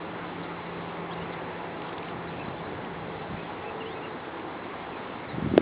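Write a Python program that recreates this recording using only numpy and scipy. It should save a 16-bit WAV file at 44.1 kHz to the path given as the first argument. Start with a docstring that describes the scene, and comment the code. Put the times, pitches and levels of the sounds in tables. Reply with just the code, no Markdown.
"""First comes the wash of far traffic, with one engine droning and brief whines from engine and tyres.
A hawk feeds on a dead tree: its beak makes faint ticks, and the prey crackles as it tears.
Small birds chirp in the distance and a breeze rumbles on the microphone. All of it has little treble.
At the end a hand moves the camera: soft bumps, then one hard knock."""
import sys
import numpy as np
from scipy import signal
from scipy.io import wavfile

SR = 44100
rng = np.random.default_rng(int(sys.argv[2]) if len(sys.argv) > 2 else 0)


def master_out(mix):
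    """Clip the mix to full scale and print it as 16-bit PCM to the path in sys.argv[1]."""
    frames = np.transpose(np.atleast_2d(mix))
    ceiling = np.clip(frames, -1, 1)
    pcm = np.round(ceiling * 32767).astype(np.int16)
    wavfile.write(sys.argv[1], SR, pcm)


N = 247401

# How strong the road noise is from low to high: pitch_hz, relative_db
ROAD_SPECTRUM = [(30, -27), (60, -22), (100, -10.5), (200, -9.5), (340, -1.5), (470, -5), (610, -8),
                 (900, -4), (1400, -11.5), (1900, -11.5), (2600, -17.5), (3300, -20), (4000, -23.5)]
# The road's low roar over time: time_s, level_db
ROAD_ROAR = [(0, -38.5), (1.1, -37.5), (1.8, -38), (2.5, -38), (3.9, -38.5), (4.2, -38.5), (5.6, -38.5)]

def road(hiss_db, lull_db):
    """Many far vehicles blend into a low roar and a hiss that thins in a lull between them."""
    roar_db, = over_time(ROAD_ROAR)
    dip_db = lull_db * swell(peak_s=3.7, length_s=5.3)
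    wash = shaped_noise(ROAD_SPECTRUM, waver_db=0.94)
    roar = butter(wash, 1300, "low", order=1)
    hiss = wash - roar
    return from_db(roar_db) * unit_power(roar) + from_db(hiss_db - dip_db) * unit_power(hiss)


# The engine swelling and fading: time_s, drone_db, overtones_db
ENGINE_LEVELS = [(0, -47, -55), (.38, -48, -67.5), (.58, -43, -52), (.85, -46.5, -56.5), (1.2, -42, -55),
                 (1.45, -49.5, -51), (1.9, -48, -53.5), (2.7, -50.5, -63), (3.1, -47, -55.5),
                 (3.4, -50.5, -58), (3.67, -55.5, -49.5), (4.05, -55, -66.5), (4.37, -58.5, -50),
                 (4.6, -59, -60), (5.6, -62.5, -62)]
# Its other tones: multiple_of_drone_pitch, relative_db (0.5 is the firing rate itself)
ENGINE_OVERTONES = [(.5, -13.5), (2, -5.5), (3, -2.5), (4, -2), (4.5, -6.5), (5, 3)]

def engine(drone_hz, sag_hz_per_s, waver_db, fading_db):
    """An engine's firing makes a slowly sinking hum, strongest at twice the firing rate; the air fades each
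    tone in and out on its own."""
    drone_db, overtones_db = over_time(ENGINE_LEVELS)
    pitch_hz = drone_hz - sag_hz_per_s * np.arange(N) / SR
    phase = phase_of(pitch_hz * (1 + 0.0035 * drift(5.57)))
    out = from_db(drone_db + waver_db * drift(11.0)) * unit_power(np.sin(phase))
    for multiple, relative_db in ENGINE_OVERTONES:
        level_db = overtones_db + relative_db + fading_db * drift(2.2)
        out += from_db(level_db) * unit_power(np.sin(multiple * phase))
    return out


# Brief wavering tones from far traffic, engine and tyres: peak_s, length_s, pitch_hz, level_db
TRAFFIC_WHINES = [(1.04, 0.37, 324, -43.5), (2.8, 0.31, 378, -45), (3.16, 0.21, 438, -40),
                  (3.82, 0.48, 443, -40), (3.898, 0.41, 340, -45.5), (4.47, 0.33, 329.4, -44)]

def traffic_whines(wander_hz, flutter_db):
    """Engine overtones and rolling tyres make brief wavering tones that swell and fade."""
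    out = np.zeros(N)
    for peak_s, length_s, pitch_hz, level_db in TRAFFIC_WHINES:
        tone = np.sin(phase_of(pitch_hz + wander_hz * drift(24.2)))
        out += from_db(level_db + flutter_db * drift(7.1)) * swell(peak_s, length_s) * tone
    return out


# The hawk's beak snapping at the prey: start_s, peak_db
BEAK_TICKS = [(1.8187, -31.5), (1.8665, -38), (1.891, -33.5), (1.928, -35.5), (1.9805, -31), (2.0295, -32),
              (2.054, -40), (2.0845, -33.5), (2.848, -32)]

def beak(fade_s):
    """Each small dry snap is a sharp crack with a brief crackle behind it."""
    t, out = np.arange(SR // 30) / SR, np.zeros(N)
    crack = t == 0
    for start_s, peak_db in BEAK_TICKS:
        crackle = 0.17 * rng.standard_normal(len(t)) * from_db(-60 * t / fade_s)
        snap = butter(crack + crackle, [2250, 3600], "band")
        add(out, start_s, from_db(peak_db) * snap / np.abs(snap).max())
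    return out


# The hawk pulling at the prey: peak_s, length_s, level_db
BEAK_PULLS = [(.3, .12, -57), (0.438, .07, -53), (1.333, 0.039, -48.5), (1.875, 0.092, -56),
              (2.07, 0.13, -55)]

def tearing(fibres_per_s, spread_db):
    """Each pull breaks many tiny fibres of uneven size, making a soft crackle."""
    sizes = from_db(spread_db * np.minimum(rng.exponential(1, N), 4)) * rng.choice([-1, 1], N)
    breaks = rng.random(N) < fibres_per_s / SR
    crackle = butter(sizes * breaks, [2900, 4300], "band")
    pulls = sum(from_db(level_db) * swell(peak_s, length_s) for peak_s, length_s, level_db in BEAK_PULLS)
    return pulls * unit_power(crackle)


# A hand bumping the camera: start_s, peak_db, contact_s
HAND_BUMPS = [(2.479, -25, 0.0057), (3.338, -33, 0.009), (5.380, -23, 0.0033), (5.422, -20.5, 0.0057),
              (5.431, -35, 0.0052), (5.443, -18, 0.0058), (5.458, -19, 0.0043), (5.471, -22, 0.006),
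              (5.512, -20, 0.0047), (5.52, -20, 0.0057), (5.5357, -13, 0.0037), (5.553, -21.5, 0.0015),
              (5.564, -18, 0.0048), (5.577, 1, 0.00028), (5.585, -20, 0.0028), (5.601, -20, 0.0046)]
# The tones its body rings with: pitch_hz, relative_db, fade_s (time to fall 60 dB)
CAMERA_TONES = [(180, -13.5, 0.012), (355, 6.5, 0.021), (630, 3.5, 0.014), (1547, -6.5, 0.0089),
                (2920, -0.5, 0.0032), (3860, -2, 0.0011)]

def camera_bumps():
    """Each push makes the camera ring briefly; only a very short contact wakes the high tones."""
    t, out = np.arange(SR // 20) / SR, np.zeros(N)
    ring = sum((-1) ** k * from_db(relative_db - 60 * t / fade_s) * np.sin(2 * np.pi * pitch_hz * t)
               for k, (pitch_hz, relative_db, fade_s) in enumerate(CAMERA_TONES))
    for start_s, peak_db, contact_s in HAND_BUMPS:
        push = np.sin(np.pi * np.minimum(t / contact_s, 1)) ** 2
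        bump = butter(signal.fftconvolve(push, ring)[:len(t)], 150, "high")
        add(out, start_s, from_db(peak_db) * bump / np.abs(bump).max())
    return out


# Far birds' warbling notes: start_s, length_s, middle_hz, slide_hz, droop_hz (at both ends), level_db
BIRD_NOTES = [(1.106, 0.02, 3270, 224, 73, -49.5), (1.124, 0.014, 3680, 528, 0, -50),
              (1.172, 0.02, 2760, -250, 199, -54), (1.203, 0.029, 2870, 453, 60, -54),
              (2.391, 0.034, 2645, 58, 243, -48), (3.187, 0.055, 2725, 127, 296, -54),
              (3.355, 0.07, 2530, 262, 263.5, -54), (3.63, 0.08, 2660, 300, 327.5, -53),
              (3.798, 0.036, 2790, -480, 61, -49), (3.852, 0.029, 3030, 257, 170, -49.5),
              (3.881, 0.055, 3410, 559, -60, -55), (3.949, 0.048, 2580, 3.5, 119, -52.5),
              (4.017, 0.046, 2795, 0, 261, -52), (4.905, 0.095, 2500, -580, 161, -56)]
# A second bird's thin falling chirps: start_s, length_s, middle_hz, slide_hz, level_db
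BIRD_CHIRPS = [(2.276, 0.018, 3860, -150, -56), (2.449, 0.015, 4000, -59.5, -57),
               (2.481, 0.016, 3810, -520, -55.5), (2.575, 0.026, 3570, -100, -57.5),
               (2.648, 0.019, 3950, -100, -61), (5.279, 0.059, 3770, -400, -58)]

def birds(quaver_share, echo_db):
    """Each note is a short sliding whistle, followed by a faint echo from the trees."""
    out, quaver = np.zeros(N), 1 + quaver_share * drift(140)
    chirps = [(*chirp, 0, level_db) for *chirp, level_db in BIRD_CHIRPS]  # no droop
    for start_s, length_s, middle_hz, slide_hz, droop_hz, level_db in list(BIRD_NOTES) + chirps:
        position = np.linspace(-1, 1, round(length_s * SR))
        pitch_hz = middle_hz + slide_hz * position / 2 - droop_hz * position ** 2
        pitch_hz *= quaver[round(start_s * SR):][:len(position)]
        whistle = signal.windows.tukey(len(position), .3) * np.sin(phase_of(pitch_hz))
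        add(out, start_s, from_db(level_db) * unit_power(whistle))
    out *= from_db(2 * drift(50))  # the loudness flickers
    t = np.arange(SR // 3) / SR
    trees = rng.standard_normal(len(t)) * from_db(-60 * t / 0.094)
    echo = signal.fftconvolve(out, trees / np.linalg.norm(trees))[:N]
    return out + from_db(echo_db) * echo


# How strong the wind noise is from low to high: pitch_hz, relative_db
BREEZE_SPECTRUM = [(25, -25), (50, -13), (85, -2), (135, 0.5), (220, 0), (400, -31.5), (1000, -57.5)]
# Puffs of wind: peak_s, length_s, level_db
BREEZE_GUSTS = [(.72, 0.21, -51.5), (1.232, 0.13, -40.5), (2.163, 0.13, -46), (2.462, 0.15, -44.5),
                (2.802, 2.2, -45.5), (3.325, 0.17, -40), (5.5, 0.49, -35)]

def breeze(calm_db):
    """Air swirls at the microphone in a low rumble; gusts add their power to the calm flow."""
    gust_power = sum((from_db(level_db) * swell(peak_s, length_s)) ** 2
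                     for peak_s, length_s, level_db in BREEZE_GUSTS)
    return np.sqrt(from_db(calm_db) ** 2 + gust_power) * shaped_noise(BREEZE_SPECTRUM, waver_db=1.0)


def from_db(db):
    """Turn decibels into a number to multiply by."""
    return 10 ** (np.asarray(db) / 20)


def unit_power(x):
    """Scale a sound so its average power is 1."""
    return x / np.sqrt(np.mean(x ** 2) + 1e-20)


def phase_of(pitch_hz):
    """How far a tone has turned at each sample, in radians."""
    return 2 * np.pi * np.cumsum(pitch_hz) / SR


def over_time(rows):
    """Join a table's points with straight lines, one curve for each column after the time."""
    time_s, *columns = np.transpose(rows)
    return [np.interp(np.arange(N) / SR, time_s, column) for column in columns]


def butter(x, hz, kind, order=2):
    """Keep the lows, the highs or a band; a higher order cuts more sharply."""
    return signal.sosfilt(signal.butter(order, hz, kind, fs=SR, output="sos"), x)


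def add(out, start_s, sound):
    """Mix a short sound in at start_s."""
    at = round(start_s * SR)
    out[at:at + len(sound)] += sound[:max(N - at, 0)]


def swell(peak_s, length_s):
    """A rounded rise from 0 to 1 and back."""
    return np.cos(np.pi * np.clip((np.arange(N) / SR - peak_s) / length_s, -.5, .5))


def drift(rate_hz):
    """A smooth random wobble, about 1 in size; a higher rate wobbles faster."""
    step = 40  # samples between random points
    memory = np.exp(-2 * np.pi * rate_hz * step / SR)
    noise = rng.standard_normal(N // step + 2002)
    slow = signal.lfilter([1], [1, -2 * memory, memory * memory], noise)[2000:]
    return np.interp(np.arange(N) / step, np.arange(len(slow)), unit_power(slow))


def shaped_noise(spectrum, waver_db):
    """Noise in bands a third of an octave wide, each swelling a little on its own."""
    points_hz, points_db = np.transpose(spectrum)
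    edges_hz = 22 * 2 ** (np.arange(24) / 3)
    white, out = rng.standard_normal((2, N)), 0
    for k, (low, high) in enumerate(zip(edges_hz, edges_hz[1:])):
        level_db = np.interp(np.log(low * high) / 2, np.log(points_hz), points_db)
        band = butter(white[k % 2], [low, high], "band")
        out = out + from_db(level_db + waver_db * drift(4.6)) * band
    return unit_power(out)


def scene():
    """Everything meets at one microphone."""
    traffic = road(hiss_db=-44, lull_db=1.5)
    traffic += engine(drone_hz=171.4, sag_hz_per_s=1.42, waver_db=2.0, fading_db=2.0)
    traffic += traffic_whines(wander_hz=9, flutter_db=2.0)
    hawk = beak(fade_s=0.017) + tearing(fibres_per_s=1300, spread_db=3.0)
    background = breeze(calm_db=-53) + birds(quaver_share=0.018, echo_db=-7)
    return (traffic + hawk + camera_bumps() + background)[None]


def record(dry):
    """Slow sampling mirrors the highest sounds upward; the treble is cut and the hardest peak clips."""
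    sampler_hz, cutoff_hz = 8000, 5300
    mirror = 2 * np.cos(2 * np.pi * sampler_hz * np.arange(N) / SR)
    sampled = butter(dry, 4230, "low", order=12) * (1 + mirror)
    smooth = butter(sampled, 3880, "low", order=12)
    dull = signal.sosfilt(signal.cheby2(16, 50, cutoff_hz, fs=SR, output="sos"), smooth)
    return np.clip(dull, -1, 1)


dry = scene()
out = record(dry)
master_out(out)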